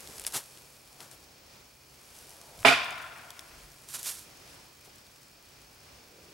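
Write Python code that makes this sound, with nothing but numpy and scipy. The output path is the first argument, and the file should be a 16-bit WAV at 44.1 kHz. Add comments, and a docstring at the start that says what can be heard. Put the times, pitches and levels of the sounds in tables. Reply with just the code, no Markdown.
"""In a quiet wood, a stick is struck once, hard, against a tree a little to the right.
The impact excites damped modes of stick and trunk; nearby trunks reflect the crack,
and multiple scattering in the forest draws it out into a long reverberant tail.
Close by, dry leaves rustle, twigs tick and handling makes soft, dull rubs,
over a faint hiss of air, a thin whine and the trill of a distant insect."""
import sys
import numpy as np
from scipy import signal
from scipy.fft import rfft, irfft
from scipy.io import wavfile
from scipy.ndimage import uniform_filter1d

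SR = 44100
rng = np.random.default_rng(int(sys.argv[2]) if len(sys.argv) > 2 else 0)


def persist_wave(psi):
    """Save psi, clipped to +-1, as 16-bit WAV."""
    counts = np.round(np.clip(psi, -1, 1) * 32767).astype(np.int16)
    wavfile.write(sys.argv[1], SR, np.atleast_2d(counts).T)


N = 279197
TIME, FREQ = np.arange(N) / SR, np.fft.rfftfreq(N, 1 / SR)
KNOCK_S, FLUTTER_HZ = 2.648, 25.6

# likeness of the knock at the two ears: frequency_hz, correlation
KNOCK_CORRELATION = [(100, 1), (300, 0.97), (640, 0.96), (1400, 0.55), (3000, 0.72), (6000, 0.61),
                     (9000, 1)]
# direction of the knock: frequency_hz, left_minus_right_db
KNOCK_PAN = [(100, 7), (380, -3.5), (700, -5), (1300, -6.5), (2400, -5.5), (4400, -4), (8000, -0.5)]


def amp(db):
    """Amplitude grows tenfold for every 20 dB."""
    return 10 ** (np.asarray(db) / 20)


def unit(x):
    """Normalisation to rms 1."""
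    return x / np.sqrt(np.mean(x ** 2) + 1e-20)


def curve(points):
    """Interpolation of (frequency_hz, value) points on a logarithmic frequency axis."""
    hz, value = np.transpose(points)
    return np.interp(np.log(FREQ + 1), np.log(hz + 1), value)


def filtered(x, gain):
    """Linear filtering multiplies the spectrum by a gain."""
    return irfft(rfft(x) * gain, N)


def resonance(hz, width_hz):
    """A Lorentzian resonance curve, width_hz wide at half height."""
    return 1 / (1 + (2 * (FREQ - hz) / width_hz) ** 2)


def sides(pan_db):
    """A level difference between the ears gives direction; positive is left."""
    return amp(np.array([[.5], [-.5]]) * pan_db)


def add(mix, start_s, sound):
    """Superposition: a sound adds to the mix from start_s on."""
    part = mix[:, max(round(start_s * SR), 0):][:, :sound.shape[-1]]
    part += sound[..., :part.shape[1]]


def stereo(drive, gain, correlation, pan_db=0):
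    """Sum and difference of two independent signals form a coloured, partly coherent pair of rms 1."""
    correlation = np.clip(correlation, -1, 1)
    mid = rfft(drive[0]) * np.sqrt(1 + correlation)
    side = rfft(drive[1]) * np.sqrt(1 - correlation)
    return unit(irfft(np.array([mid + side, mid - side]) * gain * sides(pan_db), N))


def hiss():
    """Two uncorrelated channels of white noise."""
    return rng.standard_normal((2, N))


def wander(samples):
    """A moving average turns white noise into a slow fluctuation of rms 1."""
    return unit(uniform_filter1d(rng.standard_normal(N), size=samples))


def swell(peak_s, rise, fall):
    """An envelope with a rounded peak and exponential flanks."""
    distance = np.where(TIME < peak_s, (peak_s - TIME) / rise, (TIME - peak_s) / fall)
    return np.exp(1 - np.hypot(1, np.minimum(distance * 1.42, 60)))


def air(level_db=-56.5, drift_db=1.65, whine_hz=15734.5, whine_db=-71):
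    """Ambient noise: a drifting broadband hiss, faint narrow bands and a thin pure-tone whine."""
    # spectrum of still air: frequency_hz, relative_db
    spectrum = [(12, -48), (20, -20), (58, -1), (140, -5.5), (170, -8), (376, -7.5), (481, -8), (522, -8),
                (632, -9), (2000, -13), (2420, -12), (3760, -15.5), (5360, -12), (14000, -34.5)]
    # its likeness at the two ears: frequency_hz, correlation
    correlation = [(60, 1), (180, 0.94), (550, 0.46), (1650, 0.19), (4970, 0.49), (15000, 1)]
    # background bands: centre_hz, level_db, width_hz, flutter_depth
    bands = [(137.2, -72, 3.7, 0.05), (2430, -72.5, 230, 0.1), (4490, -72, 350, 0), (14600, -73, 1440, 0.1)]
    drift = unit(sum(np.sin(2 * np.pi * (hz * TIME + rng.random())) for hz in np.geomspace(.2, 3, num=8)))
    out = amp(level_db + drift_db * drift) * stereo(hiss(), amp(curve(spectrum)), curve(correlation))
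    flutter = np.sin(2 * np.pi * FLUTTER_HZ * TIME)
    for hz, db, width_hz, depth in bands:
        band = unit(filtered(rng.standard_normal(N), resonance(hz, width_hz)))
        out += amp(db) * (1 + depth * flutter) * band
    return out + amp(whine_db) * np.sqrt(2) * np.sin(2 * np.pi * whine_hz * TIME)


def insect(pitch_hz=5255, level_db=-73, uneven_db=1.5, waver_hz=8):
    """Amplitude modulation: a distant insect pulses a wavering tone into chirps of unequal strength."""
    chirps = np.sin(np.pi * FLUTTER_HZ * TIME) ** 2 * amp(uneven_db * wander(2000))
    tone = np.sin(2 * np.pi * np.cumsum(pitch_hz + waver_hz * wander(2000)) / SR)
    return amp(level_db) * unit(chirps * tone)


def stirring_db(time_s):
    """The slow envelope of the leaf litter's movement, interpolated in decibels."""
    # stirring before and after the knock, a list for each: time_s, relative_db
    stirring = [
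        [(0.0, -54.5), (0.32, -52), (0.63, -60), (0.93, -62.5), (1.41, -68.5), (1.96, -64.5), (2.17, -56),
         (2.55, -60), (2.62, -54.5)],
        [(2.95, -60), (3.12, -62), (3.94, -61), (4.06, -48.5), (4.2, -63), (4.75, -65.5), (5.35, -67),
         (6.15, -68), (6.33, -66.5)],
    ]
    return np.interp(time_s, *np.vstack(stirring).T)


def crackle(per_s, spread_db, sliding, clump_db):
    """Shot noise: tiny random snaps, swelling in clumps, over the hiss of sliding friction."""
    snaps = hiss() * (rng.random((2, N)) < per_s / SR)
    snaps *= amp(spread_db * np.minimum(rng.exponential(1, (2, N)), 4))
    return unit(snaps * amp(clump_db * wander(300))) + sliding * hiss()


def leaves(body_hz=1500, settle_ratio=1.68, stir_gain_db=2.5):
    """Countless impulses merge into a rustle as leaves are brushed; a heavier push adds low body."""
    # spectrum of dry leaves: frequency_hz, relative_db
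    spectrum = [(59, -43), (100, -5.5), (210, -11.5), (406, -5.5), (513, -9), (608, -6), (1450, -4),
                (1910, -7.5), (9410, -1.5), (12100, -3.5), (16000, -20)]
    # pushes through the leaves: peak_s, level_db, rise_s, body_db, left_minus_right_db
    brushes = [(0.274, -34, 0.0044, -5, 1.5), (.344, -35, .008, -0.5, 0.5), (.364, -32, 0.013, 3.5, 1),
               (1.02, -52.5, 0.024, 11.5, 4), (1.125, -55, 0.016, 6, 7), (3.9, -45, .013, -28, -5.5),
               (3.949, -34.5, .012, -7, -3), (3.994, -42.5, 0.0055, -5, -3.5),
               (4.078, -31.5, .024, -12, -3), (4.19, -49, 0.023, -9, -3.5), (4.5, -61, 0.039, -12, 2),
               (4.855, -55.5, 0.012, -5, 3)]
    crush = crackle(per_s=11000, spread_db=2.4, sliding=.7, clump_db=1.3)
    litter = crackle(per_s=2500, spread_db=2.8, sliding=.9, clump_db=3)
    colour = amp(curve(spectrum))
    rustle = stereo(crush, colour, correlation=1)
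    body = filtered(rustle, 1 / (1 + (FREQ / body_hz) ** 2))
    out = amp(stir_gain_db + stirring_db(TIME)) * stereo(litter, colour, correlation=1)
    for peak_s, db, rise, body_db, pan_db in brushes:
        envelope = amp(db) * swell(peak_s, rise, settle_ratio * rise)
        out += envelope * (rustle + (amp(body_db) - 1) * body) * sides(pan_db)
    return out


def small_snaps(count=50, above_stir_db=17, spread_db=3, centre_hz=7500, octaves=.4):
    """A random point process of snaps that follow the stirring in level: start_s, relative_db, centre_hz."""
    snaps = []
    for when, size, pitch in rng.random((count, 3)):
        start_s = when * N / SR
        db = stirring_db(start_s) + above_stir_db + spread_db * min(-np.log(1 - size), 2)
        snaps.append((start_s, db, centre_hz * 2 ** (octaves * (2 * pitch - 1))))
    return snaps


def twigs(gain_db=-5, snap_s=.0011, shiver_db=-22, shiver_s=.0045, pan_db=2.5):
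    """A brief impulse has a broad spectrum: each snap is a noise burst, then a faint shiver of leaves."""
    # the clearest snaps of twigs and leaf edges: start_s, relative_db, centre_hz
    snaps = [(.006, -32, 8950), (.074, -30.5, 5200), (.197, -23, 9200), (0.2495, -25, 2400),
             (0.2666, -15, 11000), (.3237, -27.5, 9000), (0.574, -38, 5000), (1.005, -32, 4500),
             (1.114, -34, 5500), (2.188, -37, 9300), (2.306, -38, 6000), (2.456, -44, 8500),
             (2.63, -31, 1500), (2.907, -31.5, 8600), (3.305, -28, 6000), (3.393, -26, 5400),
             (3.888, -33, 7000), (3.956, -28, 4000), (4.03, -23, 10000)]
    size = 4096
    t, hz, out = TIME[:size], np.fft.rfftfreq(size, 1 / SR), np.zeros((2, N))
    lowpass = 1 / np.hypot(1, (hz / 12500) ** 7)
    envelope = np.exp(-t / snap_s) + amp(shiver_db) * np.exp(-t / shiver_s)
    for start_s, db, centre_hz in snaps + small_snaps():
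        colour = lowpass / np.hypot(1, np.log2((hz + 1) / centre_hz) ** 2)
        noise = unit(irfft(rfft(rng.standard_normal(size)) * colour))
        add(out, start_s, amp(db + gain_db) * noise * envelope * sides(pan_db))
    return out


def handling():
    """Friction noise through broad resonances gives the dull rubs and bumps of handling."""
    # rubs and bumps: peak_s, level_db, flank_s, centre_hz
    rubs = [(0.093, -56, 0.013, 280), (.15, -62.5, .17, 510), (1.083, -68, 0.68, 597),
            (2.52, -58.5, 0.23, 650), (2.61, -53, 0.031, 89.5), (3.62, -58, .09, 50),
            (4.878, -56, .008, 520), (6.186, -60.5, 0.18, 420)]
    friction = rng.standard_normal(N)
    return sum(amp(db) * swell(peak_s, flank, flank) * unit(filtered(friction, resonance(hz, width_hz=hz)))
               for peak_s, db, flank, hz in rubs)


def wood(gain_db=-2):
    """Modal vibration: stick and trunk ring as damped sinusoids, the lowest building up most slowly."""
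    # modes of stick and trunk: pitch_hz, relative_db, t60_s, build_s
    modes = [ (140, -19, .2, .06), (266, -13, .19, .028), (416, -19, .2, .008), (442, -23, .17, .008),
             (694, -18, .19, .001), (818, -17, .26, .006), (1224, -20, .2, .003),
             (657, -11.5, 0.099, 0.0014), (935, -29.5, 0.17, .001), (1003, -17, 0.1, 0.00086),
             (1352, -20, 0.056, .001), (1360, -21.5, 0.186, 0.0012), (1920, -23, 0.257, 0.0011),
             (2264, -24.5, 0.23, .001), (2290, -39.5, .2, .002), (2377, -16.5, 0.121, 0.0018),
             (2560, -21, .22, .002), (2560, -22.5, 0.32, 0.0017), (2930, -34.5, .15, 0.002044),
             (3460, -23, 0.17, .003), (4710, -27, 0.34, 0.00294), (5140, -28, 0.23, 0.0034)]
    t, out = TIME[:SR], np.zeros((2, N))
    for hz, db, t60, build in modes:
        phase = rng.uniform(0, 2 * np.pi)
        # a phase difference between the ears sets their correlation
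        correlation = np.interp(hz, *np.transpose(KNOCK_CORRELATION))
        offset = rng.choice([-.5, .5]) * np.arccos(correlation)
        ring = np.sin(2 * np.pi * hz * t + phase + np.array([[offset], [-offset]]))
        envelope = amp(gain_db + db - 60 * t / t60) * (1 - np.exp(-t / build))
        add(out, KNOCK_S, ring * envelope * sides(np.interp(hz, *np.transpose(KNOCK_PAN))))
    return out


def crack(gain_db=-2, direct_q=3, smeared_q=39, smear_s=.022, highpass_hz=330):
    """Multipath propagation: the crack arrives directly, then off single trunks, drawn out by the path."""
    # direct and reflected paths: delay_s, relative_db, centre_hz, left_minus_right_db
    paths = [(0, -10.5, 1143, -5), (.003, -5.5, 2316, -9), (.0098, -9.5, 2500, -7.5),
             (0.0204, -21, 1434, -2), (.0345, -11.5, 2370, -9), (.04, -13.5, 2470, 7),
             (.054, -18.5, 694, -9), (.08, -15.5, 2480, 0), (0.392, -35, 1380, 5)]
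    t, out = TIME[:SR // 4], np.zeros((2, N))
    for delay, db, hz, pan_db in paths:
        q = smeared_q + (direct_q - smeared_q) * np.exp(-(delay / smear_s) ** 2)
        age = 2 * np.pi * hz / q * t  # in time constants
        burst = age * np.exp(1 - age) * np.sin(2 * np.pi * (hz * t + rng.random()))
        add(out, KNOCK_S + delay, amp(gain_db + db) * burst * sides(pan_db))
    return signal.sosfilt(signal.butter(2, highpass_hz, "highpass", fs=SR, output="sos"), out)


def forest(near_db=-17, far_db=-22, far_build_s=.0304, linger_t60_s=2.27, clump_db=2):
    """Multiple scattering: a dense cluster of echoes from near growth, then a tail from farther trunks."""
    # scatter from the undergrowth: frequency_hz, relative_db
    near_spectrum = [(35, -58.5), (60, -27), (127, -12.5), (198, -10.5), (256, -6.5), (338, -12.5),
                     (492, -3.5), (682, -5.5), (903, -8.5), (1470, -2.5), (1620, -9), (2410, -2.5),
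                     (2770, -4.5), (11000, -25), (16000, -44.5)]
    # scatter from the far forest: frequency_hz, relative_db
    far_spectrum = [(35, -53), (60, -18), (136, -18), (301, -13.5), (515, -18), (682, -6.5), (822, -12.5),
                    (1040, -7), (1200, -10), (1410, -5.5), (1910, -9), (2410, -7), (4220, -14),
                    (4860, -9.5), (16000, -61.5)]
    # its direction: frequency_hz, left_minus_right_db
    far_pan = [(60, 2), (240, 3), (950, 4), (3770, 1), (15000, 10)]
    # reverberation by band: centre_hz, near_build_s, near_hold_s, near_t60_s, far_t60_s, linger_db
    bands = [(150.3, 0.0095, 0.054, 0.1, 0.61, -26), (368, .005, 0.053, 0.2, 0.37, -15.5),
             (780, 0.0014, .07, 0.056, 0.88, -10.5), (1400, 0.0013, 0.073, 0.14, 0.82, -12),
             (2580, 0.00072, 0.029, 0.42, 0.89, -16.5), (5100, 0.013, 0.016, 0.35, 0.55, -27),
             (10000, 0.00393, 0.035, 0.3, 0.56, -25)]
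    t, correlation = np.maximum(TIME - KNOCK_S, 0), curve(KNOCK_CORRELATION)
    stems = np.sqrt(.15 + .85 * FREQ ** 4 / (FREQ ** 4 + 800 ** 4))  # thin stems scatter little bass
    near = amp(near_db) * stereo(hiss(), amp(curve(near_spectrum)), correlation, curve(KNOCK_PAN))
    far = amp(far_db) * stereo(hiss(), amp(curve(far_spectrum)), correlation, curve(far_pan))
    centres, out = [row[0] for row in bands], np.zeros((2, N))
    for hz, build, hold, near_t60, far_t60, linger_db in bands:
        band = curve([(centre, float(centre == hz)) for centre in centres])  # triangular passband
        cluster = (1 - np.exp(-t / build)) * amp(-60 * np.maximum(t - hold, 0) / near_t60)
        double_decay = np.hypot(amp(-60 * t / far_t60), amp(linger_db - 60 * t / linger_t60_s))
        tail = (1 - np.exp(-t / far_build_s)) * double_decay
        clumps = amp(clump_db * wander(600))  # trees stand in groups
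        out += filtered(near, stems * band) * cluster + filtered(far, band) * tail * clumps
    return out


def after_ring(build_s=.064, correlation=.47, pan_db=3):
    """Reverberation blurs the wood's strongest modes into narrow, slowly fading bands of noise."""
    # modes lingering in the far echoes: centre_hz, width_hz, level_db, t60_s
    bands = [(695, 44, -48, 1.54), (1040, 70, -36.5, 1.13), (1415, 67.5, -36.5, 1.56),
             (2370, 133, -41, 1.3), (2400, 160, -21, 0.5), (3500, 260, -32.5, 0.84), (5080, 204, -37.5, .5)]
    t = np.maximum(TIME - KNOCK_S, 0)
    ring = sum(amp(db - 60 * t / t60) * stereo(hiss(), resonance(hz, width_hz), correlation, pan_db)
               for hz, width_hz, db, t60 in bands)
    return (1 - np.exp(-t / build_s)) * ring


def scene():
    """Superposition of the knock, its echoes and the small sounds of the wood."""
    knock = wood() + crack() + forest() + after_ring()
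    return knock + leaves() + twigs() + air() + insect() + handling()


def record(dry, cutoff_hz=16000):
    """Soft saturation rounds the loudest peaks; a low-pass filter then limits the band."""
    rounded = dry / (1 + dry ** 6) ** (1 / 6)
    lowpass = signal.firwin(511, cutoff_hz, window=("kaiser", 9), fs=SR)
    return signal.oaconvolve(rounded, lowpass[None], "same")


dry = scene()
out = record(dry)
persist_wave(out)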